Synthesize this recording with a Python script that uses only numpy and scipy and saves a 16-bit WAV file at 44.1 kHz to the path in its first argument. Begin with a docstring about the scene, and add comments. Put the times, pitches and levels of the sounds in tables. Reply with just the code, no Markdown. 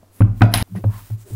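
"""Two dull knocks make a table boom as a hexagonal fibreboard box is tipped on it. Then a loose wooden
puzzle piece clacks sharply in its tray, and the sound breaks off. Hands go on to turn the box with soft
bumps and a dry rustle. Each blow sets the table, the box panels, the air inside or the pieces ringing
with a few fading tones. The rustle is the rubbing of pieces, fingers and the base of the box."""
import sys
import numpy as np
from scipy import signal
from scipy.fft import rfft, irfft
from scipy.io import wavfile

SR = 44100
rng = np.random.default_rng(int(sys.argv[2]) if len(sys.argv) > 2 else 0)


def unload_audio(sound):
    """Save the sound as a 16-bit wav file, at the path given as the first command line argument."""
    columns = np.transpose(np.atleast_2d(sound))
    # keep every value between -1 and 1, then stretch to whole-number steps
    steps = np.round(np.clip(columns, -1, 1) * 32767)
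    wavfile.write(sys.argv[1], SR, steps.astype(np.int16))


N = 59535


def undb(db):
    """Turn decibels into a gain."""
    return 10 ** (np.asarray(db) / 20)


def since(start):
    """Seconds since a moment, zero before it."""
    return np.maximum(np.arange(N) / SR - start, 0)


def fade(t, fade_s):
    """Die away by 60 dB every fade_s seconds."""
    return np.exp(-np.log(1000) * t / fade_s)


def unit(x):
    """Scale a sound to an average (rms) level of 1."""
    return x / np.sqrt(np.mean(x ** 2))


def colour(x, points):
    """Shape a sound's lows and highs with (pitch_hz, level_db) points, to rms 1."""
    hz, db = np.array(points).T
    bins_hz = np.maximum(np.arange(N // 2 + 1) * SR / N, 1)
    gain = undb(np.interp(np.log(bins_hz), np.log(hz), db))
    return unit(irfft(rfft(x) * gain, N))


def butter(x, hz, kind, order=2):
    """Keep only the lows, or one band, of a sound."""
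    sos = signal.butter(order, np.minimum(hz, SR / 2 - 500), kind, fs=SR, output="sos")
    return signal.sosfilt(sos, x)


def ring(t, tones, polarity=-1):
    """Fading tones; neighbours start in opposite directions, or together if polarity is positive."""
    return sum(polarity ** k * undb(db) * fade(t, fade_s) * np.sin(2 * np.pi * hz * t)
               for k, (hz, db, fade_s) in enumerate(tones))


def pitched(tones, ratio):
    """The same tones with every pitch multiplied by ratio."""
    return [(hz * ratio, db, fade_s) for hz, db, fade_s in tones]


def strike(start, tones, crack_db, crack_fade_s, polarity=-1):
    """One blow rings the tones with a brief crack of noise."""
    t = since(start)
    crack = undb(crack_db) * rng.standard_normal(N) * fade(t, crack_fade_s) * (t > 0)
    return ring(t, tones, polarity) + butter(crack, 13000, "low")


def break_off(start, at_s=0.6265, drop_db=-41, drop_s=0.0024):
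    """A gain that makes a sound begun before at_s drop away suddenly at that moment."""
    progress = np.minimum(since(at_s) / drop_s, 1)
    return undb(drop_db * progress * (start < at_s))


def stroke(start, length):
    """One smooth rise and fall."""
    return np.sin(np.pi * np.minimum(since(start) / length, 1))


def friction(catches_per_s=1100, catch_db=-2.5):
    """Rubbing makes fine noise with tiny catches in it."""
    catches = (rng.random(N) < catches_per_s / SR) * rng.standard_normal(N)
    return rng.standard_normal(N) + undb(catch_db) * unit(catches)


def friction_band(hz, width):
    """Rubbing noise gathered around one pitch."""
    spread = 1 + width / 2
    return unit(butter(friction(), [hz / spread, hz * spread], "band", order=1))


# tone colour of the quiet room: pitch_hz, level_db
AIR_COLOUR = [(30, -4), (110, -9.5), (170, -19), (270, -3.5), (450, -15), (1000, -18), (3000, -28),
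              (10000, -29.5), (16000, -30)]
def air(noise_db=-57.5, hum_hz=97, hum_db=-52.5):
    """Quiet room noise with a faint hum."""
    noise = colour(rng.standard_normal(N), AIR_COLOUR)
    hum = np.sin(2 * np.pi * hum_hz * since(0))
    return undb(noise_db) * noise + undb(hum_db) * hum


# the room's echo, in bands an octave wide: pitch_hz, level_db, fade_s
ECHO_BANDS = [(185, -9.5, 1), (381, -7, 0.37), (808, -11, 0.56), (1564, -13.5, 0.41), (3240, -11, 0.35),
              (6400, -10, 0.71), (12300, -12.5, 0.085)]
def in_room(x, echo_db):
    """A sound plus the smooth echo of a bare room."""
    t, echo = since(0.0014), 0
    for hz, db, fade_s in ECHO_BANDS:
        band = butter(rng.standard_normal(N), [hz / np.sqrt(2), hz * np.sqrt(2)], "band", order=3)
        shape = fade(t, fade_s) * (1 - np.exp(-t / 0.0024))
        echo = echo + undb(db) * band * shape / np.sqrt(np.sum(shape ** 2))
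    return x + undb(echo_db) * signal.fftconvolve(x, echo)[:N]


# finger strokes: start_s, length_s, level_db, hiss_hz, hiss_db
FINGER_SLIDES = [(0.112, .12, -54.5, 10650, -56), (0.341, 0.15, -49, 14720, -80),
                 (0.566, 0.55, -55.5, 12760, -63.5), (0.897, 0.13, -47, 14300, -65),
                 (0.962, 0.22, -47, 14600, -62), (1.17, 0.088, -51.5, 7400, -57.5),
                 (1.239, 0.17, -47.5, 8330, -52.5)]
# tone colour of skin on board: pitch_hz, level_db
SKIN_COLOUR = [(300, -19.5), (1000, 3), (2200, -0.5), (6000, -3.5), (9000, -0.5), (14000, 1), (16000, 5.5)]
def fingers():
    """Fingers slide over the board with a dry rub and a high hiss."""
    skin = colour(friction(), SKIN_COLOUR)
    out = 0
    for start, length, db, hiss_hz, hiss_db in FINGER_SLIDES:
        hiss = friction_band(hiss_hz, width=0.25)
        out = out + stroke(start, length) * (undb(db) * skin + undb(hiss_db) * hiss)
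    return out


# scrapes of the base: start_s, length_s, level_db, pitch_hz, width_ratio
BASE_DRAGS = [(0.112, 0.16, -53.5, 263, 0.18), (0.753, 0.063, -41, 301.2, 0.26),
              (.747, 0.034, -45.5, 1005, 0.35), (.748, 0.043, -48.5, 1900, 0.16),
              (0.88, 0.15, -47, 994, 0.21), (0.883, .14, -55.5, 1590, 0.26), (1.24, 0.13, -46, 392, 0.17)]
def drags():
    """The base of the box rubs across the table."""
    return sum(undb(db) * stroke(start, length) * friction_band(hz, width)
               for start, length, db, hz, width in BASE_DRAGS)


# moments when the pieces shift: start_s, length_s, level_db
PIECE_SHIFTS = [(0.16, 0.096, -57.5), (0.509, 0.051, -39), (0.534, 0.28, -33)]
# tone colour of shifting pieces: pitch_hz, level_db
SHIFT_COLOUR = [(2000, 1), (5000, -13), (7500, -20.5), (9300, -14), (10400, 0.5), (11900, -7.5),
                (13500, -23), (16000, -17.5)]
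def chatter():
    """Loose pieces shift and chatter against each other."""
    loudness = sum(undb(db) * stroke(start, length) * break_off(start)
                   for start, length, db in PIECE_SHIFTS)
    return colour(friction(), SHIFT_COLOUR) * loudness


# judders as the box is pushed round: start_s, length_s, level_db
BASE_JUDDERS = [(0.711, 0.037, -29.5), (0.752, 0.043, -20.5)]
def judder():
    """The base sticks and slips, making the table hum briefly at its first overtone."""
    hum_hz = TABLE_OVERTONES[0][0]
    hum = np.sin(2 * np.pi * hum_hz * since(0))
    return hum * sum(undb(db) * stroke(start, length) for start, length, db in BASE_JUDDERS)


# blows that ring the hollow of the box: start_s, level_db
HOLLOW_BLOWS = [(.2065, -19.5), (.755, -49), (.842, -23.5)]
def hollow(pitch_hz=537, fade_s=0.074):
    """Some blows set the air inside the box ringing."""
    return sum(ring(since(start), [(pitch_hz, db, fade_s)]) * break_off(start)
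               for start, db in HOLLOW_BLOWS)


# piece touching piece: start_s, level_db, pitch_ratio
PIECE_TICKS = [(.207, -37.5, 1), (0.2197, -41, 1.15), (0.5399, -7, 1.01), (.5475, -16, 0.94),
               (0.552, -17, 1.4), (0.5758, -10.5, 1.02), (0.76, -38, 1), (0.773, -41, 1.01)]
# tones of a piece at pitch_ratio 1: pitch_hz, level_db, fade_s
PIECE_TONES = [(9740, -12.5, 0.028), (10300, -9.5, 0.048), (10580, -8, 0.025), (11530, -8, 0.0081)]
def ticks():
    """The small wooden discs touch edge to edge and ring, each at its own pitch."""
    out = 0
    for start, db, ratio in PIECE_TICKS:
        tick = ring(since(start), pitched(PIECE_TONES, ratio))
        out = out + undb(db) * in_room(tick, echo_db=-3) * break_off(start)
    return out


# bumps on the table: start_s, level_db, pitch_hz, swell_s, length_s, linger_db,
# throb_depth (0 to 1), overtones_db, brightness_hz (of the overtones), sway_db
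TABLE_BUMPS = [(0.205, -3.5, 104.7, 0.0047, 0.039, 3, 0.59, -15, 370, -19.5),
               (0.408, -2.5, 109, 0.01, 0.048, 0, 0, -11.5, 407, -25.5),
               (.546, -15.5, 105.4, 0.013, 0.044, -5.5, 0.17, -23, 298, -22),
               (0.611, -14.5, 99, 0.0033, 0.026, -10, 1, -25, 268, -54),
               (.695, -28, 106.5, 0.035, 0.061, 11.5, 0.7, -38, 169, -61.5),
               (0.8393, -8, 104.5, 0.018, 0.06, -6.5, 0.6, -26.5, 406, -32),
               (1.098, -17.5, 108.6, 0.016, 0.058, -5, 0, -38, 204, -43),
               (1.307, -17.5, 108.9, 0.026, 0.09, 0, 0.4, -40.5, 297, -56.5)]
# the table's higher tones: pitch_hz, level_db, fade_s
TABLE_OVERTONES = [(185.1, -1, 0.37), (229.5, -7.5, 0.4), (252.8, -1.5, 0.17), (313.2, -3.5, 0.19),
                   (403.5, -23.5, 0.092)]
def table_booms(linger_s=0.36, throb_hz=13.7, throb_lag_s=0.031, sway_hz=40.2, sway_fade_s=0.73):
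    """Each bump swells into a short boom that lingers and throbs, while the whole table rocks."""
    out = 0
    for start, db, hz, swell, length, linger_db, depth, over_db, bright_hz, sway_db in TABLE_BUMPS:
        t = since(start)
        rise = 1 - np.exp(-(t / swell) ** 2)
        hold = np.exp(-(t / length) ** 6)
        # the lingering boom first dips just after the main swell
        throb = 1 - depth * np.cos(2 * np.pi * throb_hz * (t - length - throb_lag_s))
        linger = undb(linger_db) * throb * fade(t - length, linger_s) / 2
        boom = undb(db) * rise * (hold + (1 - hold) * linger) * np.sin(2 * np.pi * hz * t)
        overtones = undb(over_db) * butter(ring(t, TABLE_OVERTONES), bright_hz, "low")
        sway = ring(t, [(sway_hz, sway_db, sway_fade_s)])
        out = out + (boom + overtones + sway) * break_off(start)
    return out


# knocks on the box: start_s, level_db, brightness_hz, pitch_ratio
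BOX_KNOCKS = [(.029, -37, 720, 0.86), (0.2055, -4, 395, 1.01), (0.206, -17, 1353, 1.435),
              (0.2102, -2.5, 280, 1.08), (0.2186, -19, 1570, 1.88), (0.408, -22, 1910, 1.45),
              (.4162, 1, 770, 0.92), (.4188, -1.5, 1805, 0.9), (0.434, -31.5, 5940, 0.93),
              (.675, -46, 898, 0.92), (0.7494, -20, 520, 0.51), (.84, -19, 1040, .545),
              (0.84, -39.5, 3100, 1.46), (1.101, -34, 794, 0.54), (1.305, -24.5, 360, 0.41)]
# tones of the panels at pitch_ratio 1: pitch_hz, level_db, fade_s
PANEL_TONES = [(281.6, -6, 0.035), (408.4, -20.5, 0.0068), (733, 0.5, 0.021), (843, 0, 0.018),
               (1090, -5.5, 0.017), (1375, -1.5, 0.014), (1629, -1.5, 0.018), (2200, -14.5, 0.02),
               (2742, -11, 0.045), (2925, -10, 0.026), (3350, -17, 0.0059)]
def box_knocks():
    """The panels knock; soft contacts are duller, and each spot has its own pitch."""
    out = 0
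    for start, db, bright_hz, ratio in BOX_KNOCKS:
        hit = strike(start, pitched(PANEL_TONES, ratio), crack_db=1, crack_fade_s=0.04)
        knock = butter(hit, bright_hz, "low", order=3)
        out = out + undb(db) * in_room(knock, echo_db=1.5) * break_off(start)
    return out


# pieces landing in the tray: start_s, level_db, brightness_hz, pitch_ratio
PIECE_DROPS = [(0.5386, -8.5, 9000, 1.019), (0.5396, 0.5, 11730, 1), (0.5466, -16, 13150, 1.2),
               (0.5745, -20, 9000, 0.73), (.6254, -13.5, 12200, 0.964)]
# tones of the tray at pitch_ratio 1: pitch_hz, level_db, fade_s
TRAY_TONES = [(704, -13.5, .04), (1042, -19, 0.034), (1570, -15, 0.027), (2030, -15, 0.022),
              (3207, -9.5, 0.013), (4023, -5.5, 0.012), (4450, -14.5, 0.013), (5096, -7.5, 0.012),
              (12200, -1.5, 0.005)]
# tone colour of the rattle and echo: pitch_hz, level_db
RATTLE_COLOUR = [(350, -26), (750, 9.5), (1200, -2), (2000, 2.5), (3300, 0), (5100, -8.5), (5700, -12),
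                 (7800, -15.5), (10300, -2), (11800, -5.5), (13000, -17), (16000, -24)]
def clacks(rattle_db=-20.5, rattle_rise_s=0.0013, rattle_fade_s=0.41):
    """Loose pieces drop into the tray; the hardest drop leaves a blur of rattle and echo."""
    out = 0
    for start, db, bright_hz, ratio in PIECE_DROPS:
        tones = pitched(TRAY_TONES, ratio)
        hit = strike(start, tones, crack_db=-14.5, crack_fade_s=0.015, polarity=0.96)
        clack = butter(hit, bright_hz, "low")
        out = out + undb(db) * in_room(clack, echo_db=-2.5) * break_off(start)
    hardest_s = max(PIECE_DROPS, key=lambda drop: drop[1])[0]
    t = since(hardest_s)
    rise = 1 - np.exp(-t / rattle_rise_s)
    rattle = colour(friction(), RATTLE_COLOUR) * rise * fade(t, rattle_fade_s)
    return out + undb(rattle_db) * rattle * break_off(hardest_s)


def scene():
    """Room noise, rubbing and blows together in one channel."""
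    rubbing = fingers() + drags() + chatter() + judder()
    blows = hollow() + ticks() + table_booms() + box_knocks() + clacks()
    return (air() + rubbing + blows)[None]


def record(dry):
    """The loudest peaks clip and the highest treble is cut."""
    treble_cut = signal.ellip(10, 0.2, 90, 15700, fs=SR, output="sos")
    return signal.sosfilt(treble_cut, np.clip(dry, -1, 1))


dry = scene()
out = record(dry)
unload_audio(out)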